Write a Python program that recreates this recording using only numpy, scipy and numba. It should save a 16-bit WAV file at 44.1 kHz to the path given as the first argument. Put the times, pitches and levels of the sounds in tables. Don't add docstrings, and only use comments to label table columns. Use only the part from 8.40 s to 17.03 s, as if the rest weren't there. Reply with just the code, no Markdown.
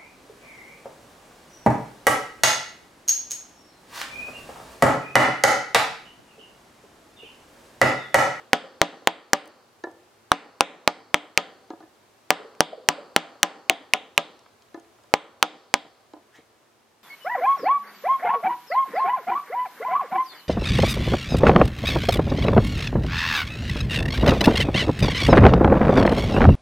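import sys
import numpy as np
from scipy import signal
from scipy.fft import rfft, irfft, next_fast_len
from scipy.io import wavfile
from scipy.ndimage import uniform_filter1d
from numba import njit

SR = 44100
rng = np.random.default_rng(int(sys.argv[2]) if len(sys.argv) > 2 else 0)


def elevation(decibels):
    levels = np.asarray(decibels, float)
    return 10 ** (levels / 20)


def put_to_file(sound):
    columns = np.atleast_2d(sound).T
    safe = np.clip(columns, -1, 1)
    whole_steps = np.round(safe * 32767)
    wavfile.write(sys.argv[1], SR, whole_steps.astype(np.int16))


N = 380583

# start in seconds, crack pitch in Hz, level of thump and of steel in dB beside
# the crack, level of the wood in dB.
BLOWS = [(0.132, 2000, -2, -8, -11), (0.416, 2026, 2, -6.5, -11.5), (0.673, 2042, 3.5, -4, -15),
         (0.933, 1776, 0.5, -4, -13.5), (1.9176, 2940, 9.5, -9.5, -12.5), (2.2077, 2623, 6.5, -2.5, -10.5),
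         (2.4765, 2401, 3, -8, -14.5), (2.7434, 2265, 2.5, -12.5, -16), (2.9756, 2388, -11, -9.5, -15.5),
         (3.9052, 2168, 2, -7.5, -12.5), (4.206, 1655, 3, -3.5, -11.5), (4.4878, 1721, -1, -1, -12),
         (4.7631, 1734, 0, -2, -12.5), (5.0307, 1735, -3.5, 1.5, -12), (5.2972, 2343, -15, -6.5, -15),
         (5.5361, 2402, -10, -7.5, -16.5), (5.778, 2474, -7, -8.5, -15.5), (6.739, 2219, 4.5, -8.5, -15.5),
         (7.0271, 2530, 6, -2.5, -12), (7.3403, 2383, -1, -9.5, -17.5)]
# pitch in Hz, relative level in dB before the contact shapes it,
# longest time in seconds to fade by 60 dB.
WOOD = [(171, -14, 0.14), (244, -11, .11), (299, -10, 0.18), (328, -10.5, 0.097), (398, -6.5, 0.065),
        (450, -10.5, 0.13), (512, -6.5, 0.075), (568.5, -4, .11), (619, -4, 0.081), (711, -4.5, 0.15),
        (782, 0.5, 0.094), (857, -5.5, 0.064), (900, -5.5, 0.081), (999, -5.5, 0.1), (1085, -6, 0.049),
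        (1196, -4.5, 0.09), (1277, -6.5, 0.12), (1420, -5, 0.096), (1606, -6.5, 0.076), (1730, -8.5, 0.12),
        (2080, -11.5, 0.12), (2430, -12, 0.049), (2820, -12.5, 0.039)]
WOOD_MOST_CYCLES = 100
SPOT_SCATTER_DB, SPOT_DETUNE = 3, .025


def along(table, hz, column=1):
    table = np.array(table)
    return np.interp(np.log(hz + 1), np.log(table[:, 0]), table[:, column])


def ring(modes, seconds, scatter_db, detune, flip=True):
    hz, db, t60 = np.transpose(modes)[:, :, None]
    t = np.arange(int(seconds * SR)) / SR
    luck = rng.standard_normal((5, len(hz), 1))
    turn = 2 * np.pi * hz * (1 + detune * luck[0]) * t
    sign = np.sign(luck[1]) ** flip
    size = sign * elevation(db + scatter_db * luck[2]) * np.exp(-np.log(1000) * t / t60)
    lean = elevation(1.0 * luck[3])
    lag = .35 * luck[4] * (1 - np.exp(-t * hz))
    left = (size * lean * np.sin(turn)).sum(0)
    right = (size / lean * np.sin(turn + lag)).sum(0)
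    return np.array([left, right])


def add(track, sound, s):
    i = int(s * SR)
    track[:, i:i + sound.shape[1]] += sound[:, :N - i]


def peak(x, db):
    return x * elevation(db) / np.abs(x).max()


def struck_wood(corner_hz, seconds):
    modes = []
    for hz, db, t60 in WOOD:
        weaker_db = 20 * np.log10(1 + (hz / corner_hz) ** 2)
        modes.append((hz, db - weaker_db, min(t60, WOOD_MOST_CYCLES / hz)))
    return ring(modes, seconds, SPOT_SCATTER_DB, SPOT_DETUNE)


def touched_wood(centre_hz, octaves, extra=()):
    seconds, hand_damping = .16, .75
    rise_s = .003
    modes = []
    for hz, mode_db, t60 in WOOD:
        off_centre_db = 12 * (np.log2(hz / centre_hz) / octaves) ** 2
        fade_s = hand_damping * min(t60, WOOD_MOST_CYCLES / hz)
        modes.append((hz, mode_db / 2 - off_centre_db, fade_s))
    touch = ring(modes, seconds, SPOT_SCATTER_DB, SPOT_DETUNE)
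    if extra:
        touch = touch + ring(extra, seconds, 1, 0.0032)
    return touch * np.clip(np.arange(touch.shape[1]) / (rise_s * SR), 0, 1)


def snap(hz, t60):
    cluster = [(ratio * hz, -5, 0.98 * t60) for ratio in (.55, .7, .85, 1.2, 1.45, 1.7)]
    return ring([(hz, 0, t60)] + cluster, .02, 1.7, .03)


def floor():
    # pitch in Hz, relative level in dB per Hz.
    noise_colour = [(18, -63), (30, -27), (109, 0.5), (184, -11.5), (227, 0), (266, -6.5), (364, 0),
                    (499, -3.5), (684, -2.5), (1250, -7.5), (1760, -10.5), (6720, -19.5), (16000, -28.5)]
    # pitch in Hz, level of the left-right difference over the middle in dB.
    noise_width = [(60, -4.5), (110, -16.5), (200, -2.5), (380, -8), (700, -5), (1290, -1.5), (2380, -5.5),
                   (4400, -1.5), (8120, -1.5), (15000, 1)]
    middle_db, fade_from_s, fade_db_per_s = -60, 7.4, 2.5
    size = next_fast_len(N)
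    hz = np.arange(size // 2 + 1) * SR / size
    colour = elevation(along(noise_colour, hz))
    side_colour = colour * elevation(along(noise_width, hz))
    spectra = rfft(rng.standard_normal((2, size))) * [colour, side_colour]
    mid, side = irfft(spectra, size)[:, :N]
    drift = elevation(middle_db - fade_db_per_s * np.maximum(np.arange(N) / SR - fade_from_s, 0))
    return drift * (mid + side * np.array([[1], [-1]])) / mid.std()


def room_reply():
    # pitch in Hz, level in dB from nearby things, seconds those take to fade by 60 dB,
    # level in dB from the walls, seconds those take, likeness of left and right from 0 to 1.
    bands = [(60, -27.5, 0.05, -36, 0.13, 0.5), (132, -21, 0.16, -25.5, 0.15, 0),
             (250, -19.5, 0.32, -17, 1, 0.8), (500, -11.5, 0.79, -24.5, 0.89, 0.94),
             (1080, -4.5, 0.32, -18.5, 1, 0.8), (2000, -4.5, 0.3, -18.5, 0.57, 0.7),
             (3241, 1, 0.22, -18.5, 0.62, 0.7), (4500, -9.5, 0.2, -23.5, 0.93, 1),
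             (5500, -17.5, 0.16, -31, 0.85, 0), (7500, -34.5, 0.67, -27.5, 0.3, 0),
             (10000, -27, 0.12, -47, .2, .2), (15000, -43, .1, -59.5, .2, .2)]
    first_echo_s = .003
    t = np.arange(SR // 2) / SR
    hz = np.arange(len(t) // 2 + 1) * SR / len(t)
    reply = 0
    for k, (_, near_db, near_t60, wall_db, wall_t60, alike) in enumerate(bands):
        share = along(np.c_[np.array(bands)[:, 0], np.eye(len(bands))[k]], hz)
        mid, side = irfft(rfft(rng.standard_normal((2, len(t)))) * share)
        alike = np.clip(alike, 0, 1)
        pair = np.sqrt(1 + alike) * mid + np.sqrt(1 - alike) * side * np.array([[1], [-1]])
        fade = elevation(near_db - 60 * t / near_t60) + elevation(wall_db - 60 * t / wall_t60)
        reply = reply + pair * fade
    return reply * np.clip(t / first_echo_s - .5, 0, 1)


def room(soft):
    # start in seconds,
    # crack pitch in Hz, then thump, steel and wood level in dB.
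    earlier_blow = (-.14, 2000, 0, 0, -18)
    # pitch in Hz, relative level in dB,
    # seconds to fade by 60 dB.
    bowl_note = (790, -6, .12)
    soft_db, tint_db = -37.5, -33
    click_noise_db, click_noise_s = -21, .0006
    note_db, note_per_thump_db = -40, -0.37
    reply = room_reply()
    heard = np.r_[np.zeros(SR), elevation(soft_db) * soft.mean(0)]
    for s, hz, thump_db, _, wood_db in [earlier_blow] + BLOWS:
        tint = ring([(hz, 0, .005), (1.5 * hz, 0, .005)], .005, 2.1, .04, flip=False)[0]
        click = elevation(tint_db) * tint
        click_noise_fade = np.exp(-np.arange(len(click)) / (click_noise_s * SR))
        click = click + elevation(click_noise_db) * rng.standard_normal(len(click)) * click_noise_fade
        click[0] = 1
        note = elevation(note_db + note_per_thump_db * thump_db) * ring([bowl_note], .1, 1.5, .012)[0]
        click = note + np.pad(click, (0, SR // 10 - len(click)))
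        heard[SR + int(s * SR):][:len(click)] += elevation(wood_db - 3.5) * click
    return signal.oaconvolve(heard[None], reply, axes=1)[:, SR:SR + N]


def mallet():
    # pitch in Hz, relative level in dB, seconds to fade by 60 dB
    steel_tones = [(2970, -3, 0.034), (4160, 6, 0.0022), (5890, 1, 0.0067), (7420, -13, 0.02),
                   (9100, -11, 0.00091), (10400, -19.5, 0.0017), (12500, -17, 0.0017)]
    contact_rise_s, steel_detune = .00025, .015
    out = np.zeros((2, N))
    t = np.arange(SR // 50) / SR
    drop = elevation(-28.0) + 1 / (1 + (t / 0.0011) ** 8)
    touch = np.clip(t / contact_rise_s, 0, 1) * drop
    for s, hz, thump_db, steel_db, wood_db in BLOWS:
        crack = ring([(hz, 0, .012)], .02, 0.68, steel_detune, flip=False)
        steel = elevation(steel_db) * ring(steel_tones, .02, 1.3, steel_detune)
        thump = ring([(.42 * hz, thump_db, .02)], .02, 1.0, 0.14, flip=False)
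        thump = thump * np.clip(t / 0.00071, 0, 1)
        hit = elevation(14.5) * touch * (crack + steel + thump)
        add(out, hit, s)
        add(out, elevation(-24) * hit, s + .0037)
        add(out, elevation(wood_db) * struck_wood(5000., 0.18), s + 0.00052)
    return out


def tearing():
    tear_db, t60, low_hz, high_hz = -10, 0.098, 1800, 6940
    out, t = np.zeros((2, N)), np.arange(SR // 10) / SR
    band = signal.butter(4, [low_hz, high_hz], "band", fs=SR, output="sos")
    for s, *_, wood_db in BLOWS:
        mid, side, grain = rng.standard_normal((3, len(t)))
        noise = (mid + .3 * side * np.array([[1], [-1]])) * elevation(1.2 * grain)
        burst = signal.sosfilt(band, noise)
        add(out, burst * elevation(wood_db + tear_db - 60 * t / t60), s + 0.00073)
    return out


def rocking():
    after_s, spread_s, corner_hz = .095, 0.027, 700
    under_wood_db = 26.5
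    out = np.zeros((2, N))
    for s, *_, wood_db in BLOWS:
        for late, size in rng.standard_normal((12, 2)):
            chatter = elevation(wood_db - under_wood_db + 0.85 * size) * struck_wood(corner_hz, 0.029)
            swell = np.hanning(chatter.shape[1]) ** .5
            add(out, chatter * swell, s + max(after_s + spread_s * late, .02))
    return out


def knocks():
    # start in seconds, peak level of the wood in dB before the bass is thinned, centre pitch in Hz.
    bowl_knocks = [(0.239, -29.5, 550), (0.336, -42.5, 350), (.352, -45.5, 350), (0.62, -38, 350),
                   (2.298, -33, 622), (3.998, -27.5, 500), (4.047, -30, 450), (4.33, -18.5, 586),
                   (4.375, -28.5, 450), (4.579, -26.5, 608), (4.846, -30.5, 700), (4.951, -38, 604),
                   (5.131, -41.5, 692), (6.585, -47, 850), (6.639, -46.5, 785), (6.719, -43, 500),
                   (7.984, -41, 262)]
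    out = np.zeros((2, N))
    for s, db, centre_hz in bowl_knocks:
        octaves = max(.8 - 0.2 * (db + 33.5), .3)
        add(out, peak(touched_wood(centre_hz, octaves), db), s)
        add(out, peak(snap(3000., 0.013), db - 24), s)
    return out


def ticks():
    # start in seconds, peak level in dB before the bass is thinned, pitch in Hz.
    shavings = [(1.057, -40.5, 9000), (1.0763, -38, 9494), (1.514, -49, 6080), (4.15, -41, 1656),
                (4.151, -48, 5500), (5.765, -46, 5960), (5.9923, -43, 5500), (6.0629, -38.5, 1262),
                (6.0602, -47, 3095), (6.222, -43.5, 4600), (6.286, -53, 4190), (6.3982, -45, 6120),
                (6.4476, -50.5, 2506), (6.6369, -48, 5500)]
    faint_count, faint_db, faint_hz = 12, -58, 5500
    out = np.zeros((2, N))
    faint = []
    for when, size, pitch in rng.random((faint_count, 3)):
        faint.append(((N / SR - .1) * when, faint_db + 8 * (size - .5), faint_hz * 2 ** (pitch - .5)))
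    for s, db, hz in shavings + faint:
        add(out, peak(snap(hz, .011), db), s)
    return out


def set_downs():
    # start in seconds, peak level in dB before the bass is thinned, thud pitch in Hz,
    # level of the blade's clack in dB beside the thud.
    touches = [(1.4384, -17, 348, -2.5), (3.3034, -22.5, 318, -26.5), (3.404, -34.5, 320, -32),
               (3.425, -41, 334.6, -5.5), (6.344, -25.5, 330, -6), (7.735, -29, 310, -23.5)]
    # pitch in Hz, seconds to fade by 60 dB.
    blade_clack = (1745, .05)
    bounce_s, bounce_db = .03, -7.5
    thud_t60, thud_over_wood_db, octaves, edge_db = .06, 12, 1.6, -16
    out = np.zeros((2, N))
    for s, db, thud_hz, blade_db in touches:
        for late, soft_db in [(0, 0), (bounce_s, bounce_db)]:
            thud = (thud_hz, thud_over_wood_db, thud_t60)
            clack = (blade_clack[0], blade_db + 2 * soft_db + thud_over_wood_db, blade_clack[1])
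            centre_hz = 750. * elevation(soft_db / 2)
            add(out, peak(touched_wood(centre_hz, octaves, [thud, clack]), db + soft_db), s + late)
        add(out, peak(snap(4000., 0.019), db + edge_db), s)
    return out


def scrape():
    loudest_s, loudest_db, loudest_hz, glide_hz_per_s = 7.96, -50, 1860, 7000
    swell_db_per_s, fade_db_per_s = 500, 330
    t = np.arange(-SR // 10, SR // 6) / SR
    db = loudest_db + np.minimum(swell_db_per_s * t, -fade_db_per_s * t)
    turn = 2 * np.pi * np.cumsum(loudest_hz + glide_hz_per_s * t) / SR
    sound = 0
    # pitch ratio, level in dB, samples a grain lasts
    for ratio, part_db, span in [(1, -1.5, 80), (.55, -8, 80), (1.7, -6.5, 33), (3.3, -12.5, 17)]:
        grit = uniform_filter1d(rng.standard_normal(len(t)), size=int(span))
        sound = sound + elevation(part_db) * grit / grit.std() * np.sin(ratio * turn)
    out = np.zeros((2, N))
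    add(out, np.array([sound, sound]) / sound.std() * elevation(db), loudest_s + t[0])
    return out


@njit
def duck(x, top, attack, release):
    y, e = np.empty_like(x), top
    for i in range(x.shape[1]):
        y[0, i], y[1, i] = x[0, i] * top / e, x[1, i] * top / e
        now = max(abs(x[0, i]), abs(x[1, i]), top)
        e += (now - e) * (attack if now > e else release)
    return y


def scene():
    soft = rocking() + knocks() + set_downs() + ticks() + scrape()
    soft = signal.sosfilt(signal.butter(2, 169, "high", fs=SR, output="sos"), soft)
    return mallet() + tearing() + soft + room(soft) + floor()


def low_pass(x):
    return signal.sosfilt(signal.butter(12, 16900, fs=SR, output="sos"), x)


def record(dry):
    held = duck(dry, elevation(-13.0), 1 / (.008 * SR), 1 / (.12 * SR))
    clipped = np.clip(held, -1, 1)
    mix = signal.sosfilt(signal.butter(6, 15800, fs=SR, output="sos"), clipped)
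    return low_pass(mix)


dry = scene()
out = record(dry)
put_to_file(out)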